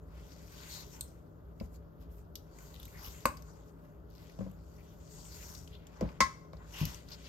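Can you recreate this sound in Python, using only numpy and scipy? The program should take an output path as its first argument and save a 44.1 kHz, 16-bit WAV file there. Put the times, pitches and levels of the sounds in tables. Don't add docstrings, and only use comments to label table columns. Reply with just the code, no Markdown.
import sys
import numpy as np
from scipy import signal
from scipy.fft import rfft, irfft
from scipy.io import wavfile
from scipy.ndimage import uniform_filter1d

SR = 44100
rng = np.random.default_rng(int(sys.argv[2]) if len(sys.argv) > 2 else 0)


def file_out(sig):
    cols = np.atleast_2d(sig).T
    lim = np.clip(cols, -1, 1)
    pcm = np.round(lim * 32767).astype(np.int16)
    wavfile.write(sys.argv[1], SR, pcm)


N = 321048
T = np.arange(N) / SR

# (frequency [Hz], level [dB], time to fade by 60 dB [s])
BOWL_MODES = [(860, -20, 0.056), (994, -12, .06), (1063.7, 9.5, 0.08), (1080, -12, 0.037), (1170, -11, .07),
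              (1296, -5, 0.092), (1482, -20, 0.066), (1606, -21, 0.2), (1720, -17, 0.21), (1970, -10, .11),
              (1966, -18, 0.14), (2120, -6, 0.051), (2085, -5, 0.061), (2215, -12.5, 0.08),
              (4585, -23.5, .06), (4800, -25.5, .05), (5070, -24, .045), (5800, -24.5, 0.07),
              (6680, -27, 0.066)]


def undb(db):
    return 10 ** (np.asarray(db) / 20)


def unit(x):
    return x / np.sqrt(np.mean(x ** 2))


def band(x, hz, width_hz):
    b, a = signal.iirpeak(min(hz, .45 * SR), hz / (1.36 * width_hz), fs=SR)
    once = signal.lfilter(b, a, x)
    return signal.lfilter(b, a, once)


def walk(rate):
    k = int(SR / rate)
    steps = np.repeat(rng.standard_normal(N // k + 1), k)
    return 1.684 * uniform_filter1d(steps, k)[:N]


def fade(t60, s):
    return np.exp(-np.log(1000) * np.arange(int(s * SR)) / SR / max(t60, .003))


def ring(modes, contact_s):
    t = T[:int(.4 * SR)]
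    phase = 0.93 * rng.standard_normal((len(modes), 2, 1))
    out = 0
    for (hz, db, t60), p in zip(modes, phase):
        out = out + undb(db) * np.sin(2 * np.pi * hz * t + p) * fade(t60, .4)
    return out * (1 - np.exp(-t / max(contact_s, 1e-4)))


def add(out, x, s, db):
    i = int(s * SR)
    scaled = x * undb(db) / np.abs(x).max()
    out[:, i:i + x.shape[1]] += scaled[:, :N - i]


def kitchen():
    # (frequency [Hz], relative level [dB per Hz])
    air_colour = [(22, -32.5), (59, 6), (80, -2), (114, -4.5), (190, -7), (235, -13), (416, -16),
                  (600, -18), (760, -22.5), (1400, -26.5), (2400, -53.5), (7000, -52), (9900, -95),
                  (12000, -44), (16000, -59.5)]
    # (frequency [Hz], width [Hz], level [dB])
    room_modes = [(268.7, 19, -68), (318, 25, -71), (417, 27, -68), (586, 28, -69)]
    air_db = -51.5
    hum_hz, hum_db, waver_hz = 162.2, -58, 1.44

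    hz, db = np.transpose(air_colour)
    f = np.fft.rfftfreq(N, 1 / SR) + 1
    colour = undb(np.interp(np.log(f), np.log(hz), db))
    colour = colour * np.minimum(f / hz[0], 1) ** 3
    air = unit(irfft(rfft(rng.standard_normal((2, N))) * colour, N)) * undb(air_db)
    bass_change = undb(1.2 * walk(4)) - 1
    air = air + bass_change * band(air, 70, 60)

    room = sum(undb(g) * unit(band(rng.standard_normal((2, N)), c, w)) for c, w, g in room_modes)

    hum = np.sin(2 * np.pi * np.cumsum(hum_hz + waver_hz * walk(6.5)) / SR)
    hum_level = np.sqrt(2) * undb(hum_db + .8 * walk(8))
    return air + room + hum * hum_level


def thuds():
    # (time [s], peak level [dB], pitch [Hz], knock against it [dB], boom against it [dB],
    # time for the dull tones to fade by 60 dB [s])
    blows = [(1.009, -41.5, 118, -10, -7, 0.091), (1.61, -29.5, 205, -6, -7.5, 0.052),
             (3.076, -41, 89, -11, -23, 0.13), (3.256, -26, 221, 1.5, -17.5, 0.032),
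             (4.388, -30, 188, -7, -27, 0.26), (4.407, -33, 201.6, 0, -12, 0.18),
             (4.464, -38, 185, -2, -11.5, 0.13), (6.011, -30, 310, 6, -21, 0.1),
             (6.025, -20, 194.5, -8.5, -17, 0.058), (6.041, -35.5, 152, 0, -7, 0.14),
             (6.206, -26.5, 208, -0.5, -10, 0.086), (6.533, -43.5, 164, 4.5, -6, 0.098),
             (6.813, -21.5, 155.5, -25, -18, 0.07), (6.829, -27.5, 171, -15, -21, 0.056),
             (6.871, -29.5, 130, -20, -9.5, 0.047)]
    # (frequency [Hz], level [dB], time to fade by 60 dB [s])
    knock_modes = [(524, 4.5, 0.02), (591, 0, 0.024), (1038, -13.5, 0.047)]
    boom_hz, boom_t60_s = 63.8, 0.12

    out = np.zeros((2, N))
    for s, db, hz, knock_db, boom_db, t60 in blows:
        dull = [(hz, 0, t60), (0.583 * hz, -8, t60), (1.47 * hz, -14, t60)]
        add(out, ring(dull, 0.0033), s, db)
        add(out, ring(knock_modes, 0.0027), s, db + knock_db)
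        rattle = rng.standard_normal((2, int(.2 * SR))) * fade(0.12, .2)
        add(out, band(rattle, 593, 590), s, db + knock_db - 11)
        add(out, ring([(boom_hz, 0, boom_t60_s)], 0.024), s + 0.015, db + boom_db)
    return out


def clinks():
    # (time [s], peak level [dB], hardness [dB per octave], contact [s],
    # dead clack against the ring [dB], shimmer against the ring [dB], shimmer centre [Hz])
    blows = [(3.255, -21.5, -10, 0.00034, 9, -4, 7500), (6.205, -10.5, 8, 0.0034, -3.5, -2, 4910),
             (6.218, -17.5, -9, 0.0099, -26, -14, 4440), (6.533, -56, 1, 0.0013, 11, -2, 5300)]
    # (frequency [Hz], level [dB], time to fade by 60 dB [s])
    handle_modes = [(1116.3, 3.5, 0.015), (1453, -5.5, 0.018), (2190, -8, 0.011), (2540, -15, 0.012),
                    (4700, -16, 0.014)]
    shimmer_width_hz, shimmer_t60_s = 2730, 0.075
    settle_s, settle_t60_s = .045, .12

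    out = np.zeros((2, N))
    damping = np.append(np.ones(int(settle_s * SR)), fade(settle_t60_s, .4))[:int(.4 * SR)]
    for s, db, tilt_db, contact, clack_db, shimmer_db, shimmer_hz in blows:
        modes = [(hz, g + tilt_db * np.log2(hz / 1061), t60) for hz, g, t60 in BOWL_MODES]
        add(out, ring(modes, contact) * damping, s, db)
        add(out, ring(handle_modes, 0.00057), s, db + clack_db)
        crowd = rng.standard_normal((2, int(.4 * SR))) * fade(shimmer_t60_s, .4)
        add(out, band(crowd, shimmer_hz, shimmer_width_hz), s, db + shimmer_db)
    return out


def judders(out):
    # (start [s], end [s], slips per second [Hz], centre [Hz], typical peak level [dB],
    # treble against it [dB])
    stretches = [(2.74, 2.77, 84, 3400, -42.5, -13), (3.035, 3.091, 106, 3160, -44.5, 1),
                 (4.11, 4.285, 100, 4800, -54.5, -13)]
    for start, end, rate, hz, db, top_db in stretches:
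        for s in np.arange(start, end, 1 / rate):
            slip = rng.standard_normal((2, 900)) * fade(0.011, 900.5 / SR)
            late, size = rng.standard_normal(2)
            add(out, band(slip, hz, 0.37 * hz), s + 0.0013 * late, db + 3.3 * size)
            add(out, band(slip, 12440, 1800), s + .001 * late, db + top_db + 2.5 * size)


def ticks(rasp_db):
    # (time [s], peak level of the low part [dB], low centre [Hz], high centre [Hz],
    # high part against low [dB], top against low [dB])
    smacks = [(0.319, -55.5, 2780, 4900, 10, -10), (1.0091, -33, 3960, 8260, 8.5, 1.5),
              (1.6, -45, 2420, 4750, 1, -4), (2.3553, -42, 3200, 5050, 9.5, 8.5),
              (2.587, -48, 2260, 6500, 3.5, -15), (2.799, -43, 3580, 4700, -16, 1.5),
              (2.83, -45.5, 3580, 5670, -3, 2), (2.854, -45.5, 3570, 6990, 0, 6),
              (2.88, -51, 2170, 5080, -8, 4), (3.2555, -27.5, 2500, 4770, 4.5, 3),
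              (3.3706, -57.5, 2020, 5150, 14.5, 11.5), (3.4224, -60.5, 2060, 5300, 14.5, 11),
              (4.102, -62.5, 4280, 5100, 0, 7), (4.2966, -49, 2200, 4900, -4, -4),
              (4.3892, -54.5, 2800, 5660, 4, -16), (4.5136, -60, 2980, 7230, 2, 7),
              (5.5496, -37.5, 4600, 6170, -1, -7), (5.6755, -47.5, 3000, 5000, 2.5, -10),
              (5.7507, -46, 3500, 5600, -26, -21), (5.8688, -49, 3240, 6320, 3, -3),
              (6.0096, -43.5, 2220, 5300, 6, -7), (6.0891, -46, 2320, 4800, -9, -15),
              (6.2055, -20.5, 2070, 6460, -9, -12), (6.5311, -51, 4370, 4430, -7, -12),
              (6.569, -54, 4390, 4960, 2, -14), (6.853, -41, 2600, 5270, 15, 13),
              (6.9452, -47.5, 2740, 6160, 13.5, 2), (7.0864, -47, 4350, 5200, 6.5, -16),
              (7.1183, -43, 4470, 4640, 3, -18)]
    tick_t60_s = 0.031
    crackle_db, crackle_spread_db, crackle_hz = 8.5, 4.5, 3100

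    faint = []
    for where, size, tone in rng.random((40, 3)):
        i = int(where * N)
        db = rasp_db[i] + crackle_db + crackle_spread_db * (2 * size - 1)
        faint.append((i / SR, db, crackle_hz * (0.75 + 0.71 * tone), 5100, -4, -3))

    out = np.zeros((2, N))
    for s, db, low_hz, high_hz, high_db, top_db in smacks + faint:
        noise = rng.standard_normal((3, 2, int(.2 * SR)))
        noise[:, :, 0] = 3.2
        low, high = noise[:2] * fade(tick_t60_s, .2)
        top = noise[2] * fade(0.66 * tick_t60_s, .2)
        add(out, band(low, low_hz, 0.24 * low_hz), s, db)
        add(out, band(high, high_hz, 0.3 * high_hz), s, db + high_db)
        add(out, band(top, 12340, 2000), s, db + top_db)
    judders(out)
    return out


def swishes():
    # (start [s], length [s], centre [Hz], peak level [dB])
    stretches = [(0.69, 0.15, 4200, -39.5), (0.9, .08, 7000, -49), (2.55, 0.25, 6850, -54),
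                 (3.09, .12, 6900, -49.5), (2.97, 0.18, 5100, -49.5), (2.933, 0.083, 1930, -47),
                 (4.775, .05, 2350, -57), (5.093, 0.15, 7100, -49), (5.305, 0.068, 4700, -45),
                 (5.24, 0.063, 7300, -45), (5.722, 0.054, 3400, -50), (6.734, 0.16, 2800, -39.5),
                 (6.722, 0.23, 5560, -39.5), (7.115, 0.039, 4750, -35)]
    out = np.zeros((2, N))
    for s, length, hz, db in stretches:
        n = int(length * SR)
        swell = np.abs(np.sin(np.pi * np.linspace(0, 1, n) ** 0.77)) ** .5
        add(out, band(rng.standard_normal((2, n)) * swell, hz, 0.19 * hz), s, db)
    return out


def pressure():
    # (time of the top [s], rise [s], fall [s],
    # level there of rasp [dB], wall drone [dB], middle [dB], fizz of tearing dough [dB])
    swells = [(0.14, 0.13, 0.2, -88, -66, -75.5, -84), (0.33, .25, 0.23, -67.5, -66.5, -74, -77),
              (0.752, 0.35, 0.19, -53, -55.5, -58, -68), (0.95, 0.11, 0.21, -64.5, -62, -73, -72),
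              (1.65, 0.066, 0.039, -68.5, -69, -82, -76), (1.76, 0.073, 0.022, -75, -82, -80, -76),
              (2.02, 0.028, 0.044, -72, -72, -71.5, -79), (2.12, 0.023, 0.1, -79, -81, -84, -76.5),
              (2.19, 0.049, 0.054, -73.5, -72, -83, -83), (2.6, 0.15, 0.37, -68.5, -64.5, -74, -81),
              (2.8, 0.3, 0.37, -66, -65, -67, -74), (3.07, 0.17, 0.17, -61.5, -56, -59, -65.5),
              (3.2, .1, 0.29, -65, -64.5, -72, -71.5), (3.49, 0.045, 0.047, -61, -60.5, -90, -82),
              (3.56, 0.046, 0.14, -69, -66.5, -85, -84), (3.69, 0.078, 0.054, -78, -72, -82, -80),
              (3.85, 0.13, 0.11, -80.5, -67, -87, -85), (4.21, 0.12, 0.42, -69.5, -69, -70, -78.5),
              (4.41, 0.14, 0.18, -74, -66.5, -75.5, -85), (4.8, 0.28, 0.75, -73.5, -72, -75, -80.5),
              (5.16, 0.13, 0.099, -58.5, -68, -73, -79), (5.45, 0.35, 0.23, -53.5, -58.5, -63.5, -66),
              (5.72, 0.039, 0.14, -86, -74, -62.5, -81), (6.07, 0.26, 0.23, -70, -57.5, -68.5, -88),
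              (6.62, 0.045, 0.12, -85, -57, -84, -99), (6.8, 0.092, 0.18, -59, -51, -49.5, -60.5),
              (6.93, 0.25, 0.13, -57, -58, -60, -74), (7.125, 0.064, 0.12, -60.5, -59.5, -60.5, -78),
              (7.27, 0.13, 0.082, -59.5, -65, -59, -75)]
    # rasp [dB], drone [dB], middle [dB], fizz [dB]
    rest_db = [-91.5, -82.5, -86.5, -94]
    edge_db = 16
    rise_shape, fall_shape = 1.4, 1.27

    power = undb(2 * np.array(rest_db))[:, None] + 0 * T
    for s, rise, fall, *db in swells:
        before = np.abs((s - T) / max(rise, .01)) ** rise_shape
        after = np.abs((T - s) / max(fall, .01)) ** fall_shape
        away = np.where(T < s, before, after)
        power = power + undb(2 * np.array(db))[:, None] * undb(-2 * edge_db * away)
    return 10 * np.log10(power[[1, 2, 0, 3]])


def rubbing(at):
    # (centre [Hz], width [Hz], level against the swell [dB])
    wall_bands = [(925, 320, -4.5), (1340, 510, -9.5), (2150, 1500, -3), (3130, 1260, -3.5),
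                  (3820, 1500, -6), (4720, 1150, -2.5), (5770, 1170, -2.5), (6920, 990, -1.5),
                  (8500, 3200, -4), (10640, 1700, -5.5), (11500, 1200, 0.5), (13000, 2400, 3.5),
                  (14230, 1800, -12.5)]
    control_hz = [1400, 3000, 6000, 11000]
    wall_ring_db, wall_ring_hz = -11, 130

    grains = np.repeat(np.minimum(rng.exponential(size=N // 40 + 1), 3), 40)[:N]
    grit = undb(2.1 * grains)
    modes = [(hz, wall_ring_hz, wall_ring_db) for hz, _, _ in BOWL_MODES[2::4]]
    out = 0
    for hz, width, db in wall_bands + modes:
        place = np.interp(np.log(hz), np.log(control_hz), range(4))
        share = np.clip(1 - np.abs(place - np.arange(4)), 0, 1)
        patch = 2.0 * walk(14) + 1.5 * walk(45)
        noise = unit(band(grit * rng.standard_normal((2, N)), hz, width))
        out = out + undb(share @ at + db + patch) * noise
    return out


def echoes(sound):
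    echo_db, echo_t60_s = -5.5, 0.17
    late_db, late_t60_s = -16, 0.57
    decay = fade(echo_t60_s, .4) + undb(late_db) * fade(late_t60_s, .4)
    tail = unit(rng.standard_normal((2, int(.4 * SR))) * decay) / np.sqrt(.4 * SR)
    tail = tail * (1 - fade(.025, .4))
    return undb(echo_db) * signal.fftconvolve(sound, tail, axes=1)[:, :N]


def scene():
    at = pressure()
    snaps, bumps = ticks(at[2]), thuds()
    rim = clinks()
    reflected = echoes(0.7 * snaps + bumps + 0.96 * rim)
    return snaps + bumps + rim + reflected + rubbing(at) + swishes() + kitchen()


def record(dry):
    # (frequency [Hz], likeness to the left [0-1], phase lead [rad], level [dB])
    ports = [(59.3, .97, 0, -0.5), (125, 0.98, 0.5, -4.5), (203.6, 0.77, 1, -6.5), (376, 0.45, 0, 0.5),
             (926, 0.38, 2, -2.5), (1700, 0.6, 1.3, -4), (2440, 0.62, 1.56, -1), (4550, 0, 0.2, -6.5),
             (5400, 1, -0.5, -12), (6920, 0.04, 9, -5.5), (8300, 0.67, 7, -1.5), (9600, .995, 9.2, 0),
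             (10700, .995, 9.65, 0), (11500, .95, 10.7, 0), (12800, 0.9, 12, -1.5), (16300, 0.74, 15, 4.5)]
    top_hz = 16300
    hz, like, lead, db = np.transpose(ports)
    f = np.log(np.fft.rfftfreq(N, 1 / SR) + 1)
    like, lead, db = (np.interp(f, np.log(hz), c) for c in (np.clip(like, 0, 1), lead, db))
    first, second = rfft(dry)
    shared = like * np.exp(1j * lead) * first
    own = np.sqrt(1 - like ** 2) * second
    right = irfft(undb(db) * (shared + own), N)
    low_pass = signal.ellip(10, .3, 80, top_hz, fs=SR, output="sos")
    return signal.sosfilt(low_pass, [dry[0], right])


dry = scene()
out = record(dry)
file_out(out)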